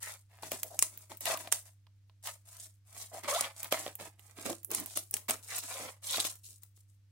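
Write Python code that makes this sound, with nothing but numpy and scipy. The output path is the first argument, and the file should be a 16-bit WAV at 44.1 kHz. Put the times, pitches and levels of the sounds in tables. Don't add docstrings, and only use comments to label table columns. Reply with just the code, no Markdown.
import sys
import numpy as np
from scipy import signal
from scipy.fft import rfft, irfft, next_fast_len
from scipy.io import wavfile

SR = 44100
rng = np.random.default_rng(int(sys.argv[2]) if len(sys.argv) > 2 else 0)


def pcm_store(signal):
    levels = np.round(np.clip(np.atleast_2d(signal), -1, 1) * 32767)
    wavfile.write(sys.argv[1], SR, levels.astype(np.int16).T)


N = 313551
TIME = np.arange(N) / SR

# freq_hz, gain_db
CRACK_TONE = [(200, -46.5), (1500, -31.5), (3500, -10), (5500, -7.5), (7800, -3), (9500, -3), (12000, -12),
              (16000, -11.5)]
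# freq_hz, gain_db
BODY_TONE = [(80, -13.5), (250, -4.5), (900, -2.5), (1600, 0), (3000, 7.5), (5000, 2.5), (9000, -22)]


def film_snaps(flutter_s=.0025, desk_echo_s=.0025, large_db=-14, octaves_per_db=0.1662, size=2048):
    # start_s, level_db, body_db (midrange against treble), left_over_right_db
    buckles = [(0.432, -50, -10, -9), (0.5168, -19.5, -17, 2), (0.528, -35, -10, 2), (0.5621, -48, -29, -4),
               (0.6312, -18.5, -17, -1), (0.7902, -11.5, -14.5, -0.5), (0.8237, -7, -17, -1.5),
               (0.9742, -27, -25.5, -2), (1.1708, -28, -38, 2), (1.207, -24, -34, -4),
               (1.255, -19.5, -13.5, -1), (1.373, -25, -17.5, -2), (1.473, -40, -2, 3),
               (1.5238, -11, -12.5, -8), (1.867, -64, 3, -3.5), (2.096, -68, 7.5, 0.5),
               (2.272, -22, -15, 2), (3.4087, -14.5, -24, -1.5), (3.63, -21, -22, -5), (3.644, -25, -16, 0),
               (3.723, -18, -9.5, -2), (3.953, -24.5, -29, -4), (4.1938, -42, -17.5, -6),
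               (4.631, -31, -43, -1), (4.646, -23.5, -35, -8.5), (4.704, -26, -23, -4),
               (4.7141, -19.5, -30, -2), (4.7476, -15.5, -21.5, 0), (4.799, -22, -33, 2),
               (4.8593, -22.5, -24.5, -1), (4.9721, -16.5, -14.5, 0.5), (5.1098, -23, -39, 1),
               (5.1394, -14, -15.5, 1.5), (5.1672, -22, -17.5, 4.5), (5.2853, -25, -18, 7),
               (5.2964, -18.5, -12, 3), (5.3073, -14.5, -13, -3), (5.582, -20.5, -21.5, 5),
               (5.6364, -30, -26, 4), (6.171, -23, -11, -1), (6.2013, -23, -12, 0), (6.2505, -23, -17, 1),
               (6.3545, -40, -39, -7), (6.6334, -33, -36.5, 9.5), (6.775, -57.5, -32, 8.5)]
    out, t = np.zeros((2, N)), np.arange(size) / SR
    for start_s, level_db, body_db, side_db in buckles:
        flutter = rng.standard_normal((2, size)) * np.exp(-t / flutter_s)
        flip = gain_of(-1) * spaced_pair(flutter) / np.linalg.norm(flutter[0])
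        flip[0, 0] += 1
        flip[1, 1] += 1
        add(flip, desk_echo_s, gain_of(-8) * flip)
        octaves_up = octaves_per_db * max(large_db - level_db, 0)
        edge = coloured(flip, np.array(CRACK_TONE) * [2 ** octaves_up, 1])
        crack = gain_of(11) * edge + gain_of(body_db + 16) * coloured(flip, BODY_TONE)
        add(out, start_s + .001, panned(gain_of(level_db) * crack, side_db))
    return out


def handling():
    # freq_hz, gain_db
    card_tone = [(150, -29), (400, -15.5), (630, 2.5), (880, -5), (1150, -3.5), (1500, -7), (2100, -3.5),
                 (3000, -10), (5000, -13), (12000, -53.5)]
    # freq_hz, gain_db
    hollow_tone = [(40, -32), (110, -5.5), (180, -4.5), (280, 3), (420, -1), (700, -24), (2000, -56.5)]
    film_db, card_db, hollow_db = stroke_levels()
    catch = spaced_pair(grains(per_s=400, spread_db=4.5, clump_db=1.5, clumps_per_s=55))
    drag = spaced_pair(grains(per_s=1400, spread_db=1.5, clump_db=4.0, clumps_per_s=70))
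    crackle = gain_of(-11.5) * coloured(gain_of(film_db) * catch, CRACK_TONE)
    film = crinkling(film_db) + crackle + small_snaps(film_db)
    rub = gain_of(card_db) * (0.78 * drag + 0.49 * catch)
    ring = gain_of(-18.5) * signal.oaconvolve(rub, box_ring()[None], axes=1)[:, :N]
    hollow = gain_of(-2.5) * coloured(gain_of(hollow_db) * drag, hollow_tone)
    return follow_box(film + coloured(rub, card_tone) + ring + hollow)


def stroke_levels(swell_share=0.33, sag_db_per_s=15, rest_db=-97, hop=44):
    # start_s, length_s, film_db, card_db, hollow_db
    strokes = [(0.0, .12, -45.5, -48, -73.5), (0.283, 0.16, -68.5, -60, -73),
               (0.42, 0.017, -47, -47.5, -50.5), (0.444, 0.037, -49, -57, -56),
               (0.506, 0.038, -42.5, -47.5, -50), (0.553, 0.24, -55.5, -66, -64.5),
               (0.815, 0.012, -41, -49.5, -58), (0.889, 0.15, -59, -65, -70),
               (1.092, 0.035, -54.5, -55.5, -57.5), (1.201, 0.042, -44.5, -51, -55),
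               (1.248, 0.064, -35, -35, -54), (1.343, 0.12, -51.5, -52.5, -60.5),
               (1.516, 0.012, -34.5, -43.5, -54), (1.645, 0.034, -59.5, -65, -88),
               (2.223, 0.065, -48.5, -58, -82), (2.248, 0.034, -42.5, -46.5, -79),
               (2.446, 0.13, -56.5, -65.5, -86), (2.575, 0.077, -51.5, -66, -77),
               (2.846, 0.14, -61.5, -64.5, -77), (2.937, 0.049, -50.5, -52, -63.5),
               (2.988, 0.038, -44, -51.5, -62), (3.12, 0.057, -51, -52, -58), (3.229, 0.032, -50, -44, -51),
               (3.275, 0.028, -35.5, -36.5, -68), (3.318, 0.075, -37.5, -42, -70),
               (3.387, 0.064, -44, -38, -61), (3.542, 0.12, -50.5, -51.5, -66),
               (3.708, 0.028, -35.5, -33, -75), (3.741, 0.14, -47, -46.5, -51.5),
               (3.982, 0.064, -50, -48, -51), (4.173, 0.15, -63.5, -65, -74),
               (4.349, 0.12, -54, -51, -54.5), (4.438, 0.063, -41.5, -44.5, -42),
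               (4.696, 0.11, -42, -45, -49.5), (4.855, 0.081, -48, -62, -69),
               (4.952, 0.02, -38.5, -54, -51), (5.114, 0.076, -50, -57.5, -58.5),
               (5.281, 0.021, -36, -37, -40.5), (5.419, 0.057, -53, -61.5, -76),
               (5.472, 0.12, -40, -47, -63), (5.62, 0.032, -43.5, -51, -60.5), (5.653, 0.19, -43, -43, -69),
               (5.787, 0.06, -48.5, -44.5, -45), (5.848, 0.048, -52.5, -49, -68),
               (6.016, 0.14, -41, -52.5, -66.5), (6.104, 0.053, -36, -45, -72),
               (6.194, 0.011, -36, -45.5, -65), (6.154, 0.028, -40, -38, -43.5),
               (6.239, 0.02, -34.5, -40.5, -53.5), (6.429, 0.037, -51, -93, -86.5),
               (6.466, 0.068, -58, -79.5, -77), (6.611, 0.04, -68.5, -78, -84.5),
               (6.752, 0.039, -69.5, -86, -89), (6.874, .035, -76, -91.5, -90)]
    # film_db_per_s, card_db_per_s, hollow_db_per_s
    release_rates = [262.5, 286, 337]
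    clock = TIME[::hop]
    power = np.full((3, len(clock)), gain_of(rest_db) ** 2)
    for start_s, length_s, *levels_db in strokes:
        t = np.maximum(clock - start_s, 0)
        swell = np.minimum(t / (swell_share * length_s), 1)
        fall_db = sag_db_per_s * t + np.outer(release_rates, np.maximum(t - length_s, 0))
        power += (swell * gain_of(np.array(levels_db)[:, None] - fall_db)) ** 2
    return [np.interp(TIME, clock, 10 * np.log10(layer)) for layer in power]


def crinkling(film_db, firm_db=-40, hiss_share=.4):
    # pitch_hz, sharpness_q, level_db, growth (extra dB per dB of film level)
    creases = [(3600, 3.2, -8.5, 0.44), (6240, 2.1, -4, 0.34), (8440, 2.6, -1, -0.08),
               (12160, 1.6, -12.5, -0.3)]
    out = np.zeros((2, N))
    for pitch_hz, q, level_db, growth in creases:
        slips = grains(per_s=1200, spread_db=3.0, clump_db=4.0, clumps_per_s=100)
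        slips += hiss_share * rng.standard_normal((2, N))
        ring = unit_rms(resonate(slips, pitch_hz, q))
        out += ring * gain_of(level_db + film_db + growth * (film_db - firm_db))
    return low_cut(out, hz=2200)


def small_snaps(film_db, ceiling_db=-53):
    flips = grains(per_s=42, spread_db=2.6, clump_db=2.5, clumps_per_s=12)
    return gain_of(-5) * coloured(flips * gain_of(np.minimum(film_db, ceiling_db)), CRACK_TONE)


def finger_knocks(panel_decay_s=0.0029, scuff_decay_s=0.0011):
    # start_s, level_db, pitch_hz
    landings = [(0.43, -29, 860), (0.516, -24, 590), (0.822, -26.5, 1100), (1.115, -31, 904),
                (1.34, -23.5, 670), (1.472, -32, 696), (1.867, -57, 990), (2.094, -56.5, 1020),
                (3.408, -24.5, 652), (3.722, -13.5, 590), (3.74, -28, 684), (3.861, -25.5, 590),
                (3.876, -29, 563), (4.007, -33, 580), (4.383, -32, 285), (4.453, -31, 503),
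                (4.494, -24.5, 626), (4.526, -30.5, 326), (4.717, -34, 390), (4.969, -31, 610),
                (5.294, -30, 745), (5.307, -30, 780), (6.179, -24.5, 660), (6.248, -29.5, 620)]
    out, ring = np.zeros((2, N)), box_ring()
    t = np.arange(len(ring)) / SR
    for start_s, level_db, pitch_hz in landings:
        panel = np.sin(2 * np.pi * pitch_hz * t) * np.exp(-t / panel_decay_s)
        scuff = spaced_pair(rng.standard_normal((2, len(t)))) * np.exp(-t / scuff_decay_s)
        knock = panel + gain_of(7) * ring + gain_of(-6) * coloured(scuff, BODY_TONE)
        add(out, start_s + .003, gain_of(level_db - 3.5) * knock)
    return follow_box(low_cut(out, hz=190))


def box_ring(size=6000):
    # pitch_hz, level_db, t60_s
    box_modes = [(242.4, -15.5, .08), (259, -8.5, 0.12), (357, -14.5, 0.076), (496, -16.5, .05),
                 (630, 2.5, 0.028), (637.7, 3, 0.14), (698, -11, 0.057), (817.5, -6, 0.081),
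                 (1047, 3, 0.053), (1216, -0.5, 0.058), (1315, -4.5, 0.053), (1819, -15, 0.021),
                 (2340, -4.5, 0.055)]
    t = np.arange(size) / SR
    ring = sum((-1) ** k * gain_of(level_db - 60 * t / t60_s) * np.sin(2 * np.pi * pitch_hz * t)
               for k, (pitch_hz, level_db, t60_s) in enumerate(box_modes))
    return ring / np.linalg.norm(ring)


def panel_scrapes():
    # start_s, length_s, level_db, pitch_hz
    judders = [(0.01, 0.12, -52.5, 1930), (0.634, 0.052, -56.5, 597), (0.697, 0.069, -54.5, 650),
               (1.271, 0.12, -47, 1120), (1.285, 0.051, -40, 653), (3.107, 0.089, -50, 682),
               (3.337, 0.058, -43.5, 3700), (3.435, 0.027, -45, 3280), (3.438, 0.018, -53, 942),
               (4.45, 0.099, -46, 570), (4.474, 0.058, -47, 334), (4.669, 0.093, -57.5, 384),
               (4.745, 0.11, -53.5, 254), (5.474, 0.1, -51.5, 2010), (5.71, 0.21, -55, 552),
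               (6.088, 0.034, -44, 3630), (6.124, 0.048, -39, 3850), (6.193, 0.022, -36.5, 3780)]
    out = np.zeros((2, N))
    slips = spaced_pair(grains(per_s=760, spread_db=2.5, clump_db=0.0, clumps_per_s=130))
    for start_s, length_s, level_db, pitch_hz in judders:
        burst = slips[:, round(start_s * SR):][:, :round(length_s * SR)]
        burst = burst * signal.windows.tukey(burst.shape[1], .5)
        burst = np.pad(burst, ((0, 0), (0, 1000)))
        ring = resonate(resonate(burst, pitch_hz, q=7), pitch_hz, q=1)
        add(out, start_s, gain_of(level_db) * unit_rms(ring))
    return follow_box(out)


def rubber_squeak(jitter=.07, shimmer_db=1.5, harmonics=6):
    # time_s, pitch_hz, level_db
    glide = [(3.272, 540.4, -52.5), (3.288, 652, -33), (3.298, 513.4, -45.5), (3.329, 569.6, -35.5),
             (3.35, 626, -35.5), (3.369, 730, -30.5), (3.377, 883, -41), (3.393, 1215, -32.5),
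             (3.406, 1280, -51.5)]
    # freq_hz, gain_db
    panel_tone = [(650, -2), (900, 0), (1200, -3.5), (1500, -15.5), (3600, -20), (6000, -29)]
    time_s, pitch_hz, level_db = np.transpose(glide)
    pitch = np.interp(TIME, time_s, pitch_hz)
    cycles = np.cumsum(pitch * (1 + jitter * wander(400))) / SR
    tone = sum(gain_of(curve_at(panel_tone, k * pitch)) * np.sin(2 * np.pi * k * cycles)
               for k in range(1, harmonics + 1))
    envelope = gain_of(np.interp(TIME, time_s, level_db) + shimmer_db * wander(200))
    sliding = (TIME > time_s[0]) & (TIME < time_s[-1])
    return np.sqrt(2) * tone * envelope * sliding


def near_echoes(x, sway=.2):
    out = x.copy()
    for delay_s, share in [(.0009, .35), (.0025, .4), (.0052, .35)]:
        source_s = TIME - delay_s * (1 + sway * wander(3))
        out += share * x[:, np.clip(np.round(source_s * SR).astype(int), 0, N - 1)]
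    return out


def small_room(x, fade_in_s=0.004, size=22050):
    # freq_hz, t60_s
    decay_times = [(150, .3), (600, 0.24), (2000, 0.22), (8000, 0.22), (16000, 0.24)]
    reflections = rng.standard_normal((2, size)) * (rng.random((2, size)) < .2)
    hz, t, bands = signal.stft(spaced_pair(reflections), SR, nperseg=256)
    decay = gain_of(-60 * t / curve_at(decay_times, hz)[:, None])
    _, tail = signal.istft(bands * decay, SR, nperseg=256)
    tail *= np.clip(np.arange(tail.shape[1]) / SR / fade_in_s - .5, 0, 1)
    return signal.fftconvolve(x, tail / np.linalg.norm(tail[0]), axes=1)[:, :N]


def room_tone():
    # pitch_hz, level_db
    partials = [(75, -84.5), (99.4, -62.5), (198.8, -89), (298.2, -91.5), (497, -100.5)]
    # freq_hz, gain_db
    hiss_tone = [(20, -4), (60, 9.5), (130, 5.5), (300, -24), (700, -21), (2000, -15.5), (6000, -16.5),
                 (10000, -27), (12500, -27), (16000, -30.5)]
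    hum = sum(gain_of(level_db) * np.sqrt(2) * np.sin(2 * np.pi * (pitch_hz * TIME + rng.random()))
              for pitch_hz, level_db in partials)
    hiss = coloured(spaced_pair(rng.standard_normal((2, N))), hiss_tone)
    rumble = coloured(rng.standard_normal((2, N)), [(30, -3), (120, -11), (500, -35.0)])
    hum *= gain_of(0.38 * wander(6.5))
    return panned(hum, side_db=-1) + gain_of(-77.0) * hiss + gain_of(-99.5) * rumble


def grains(per_s, spread_db, clump_db, clumps_per_s):
    chance, luck, bearing = rng.random((3, N), dtype=np.float32)
    hits = np.flatnonzero(chance < per_s / SR)
    strength = np.minimum(-np.log(1 - luck[hits]), 4)
    size = gain_of(spread_db * strength + clump_db * wander(clumps_per_s)[hits])
    angle = 2 * np.pi * bearing[hits]
    train = np.zeros((2, N))
    train[:, hits] = size * np.array([np.cos(angle), np.sin(angle)])
    return unit_rms(train)


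def spaced_pair(x):
    # freq_hz, correlation
    likeness = [(100, 0.39), (600, 0.85), (1200, 0.79), (2200, 0.22), (5000, 0.08), (9000, 0.15),
                (16000, 0.15)]
    size = next_fast_len(x.shape[1])
    mid, side = rfft(x, size)
    angle = np.arccos(curve_at(likeness, np.fft.rfftfreq(size, 1 / SR))) / 2
    mid, side = mid * np.cos(angle), side * np.sin(angle)
    return irfft([mid + side, mid - side], size)[:, :x.shape[1]]


def follow_box(x):
    # time_s, left_over_right_db
    box_path = [(0, 0.5), (2.5, 1), (3.7, -1), (4.4, -3), (4.8, -2), (5.2, 0.5), (5.8, -0.5), (6.3, 0.5),
                (7, 4)]
    return panned(x, np.interp(TIME, *np.transpose(box_path)))


def panned(x, side_db):
    return x * gain_of(np.array([[.5], [-.5]]) * side_db)


def coloured(x, tone, size=2048):
    log_gain = np.log(gain_of(curve_at(tone, abs(np.fft.fftfreq(size, 1 / SR)))))
    taps = np.fft.ifft(np.exp(np.conj(signal.hilbert(log_gain)))).real
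    return signal.oaconvolve(x, taps[None] / np.linalg.norm(taps), axes=1)[:, :x.shape[1]]


def resonate(x, hz, q):
    return signal.lfilter(*signal.iirpeak(hz, q, SR), x)


def low_cut(x, hz):
    return signal.sosfilt(signal.butter(2, hz, "high", fs=SR, output="sos"), x)


def wander(per_s):
    knots = np.arange(0, N / SR + 1, 1 / per_s)
    values = np.resize(rng.standard_normal(4096), len(knots))
    return unit_rms(np.interp(TIME, knots, values))


def curve_at(points, hz):
    freq_hz, value = np.transpose(points)
    return np.interp(np.log(hz + 1), np.log(freq_hz + 1), value)


def add(mix, start_s, sound):
    part = mix[:, round(start_s * SR):][:, :sound.shape[-1]]
    part += sound[..., :part.shape[1]]


def gain_of(db):
    return 10 ** (np.asarray(db) / 20)


def unit_rms(x):
    return x / np.sqrt(np.mean(x ** 2) + 1e-20)


def scene():
    cracks = film_snaps()
    hands = gain_of(-1.6) * near_echoes(handling()) + panel_scrapes() + finger_knocks() + rubber_squeak()
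    hands[0] = np.roll(hands[0], 3)
    reverb = small_room(gain_of(-13.0) * cracks + gain_of(-18.5) * hands)
    return cracks + hands + reverb + room_tone()


def record(dry, cutoff_hz=16100):
    taps = signal.firwin(255, cutoff_hz, window=("kaiser", 8), fs=SR)
    return signal.oaconvolve(dry, taps[None], "same")


dry = scene()
out = record(dry)
pcm_store(out)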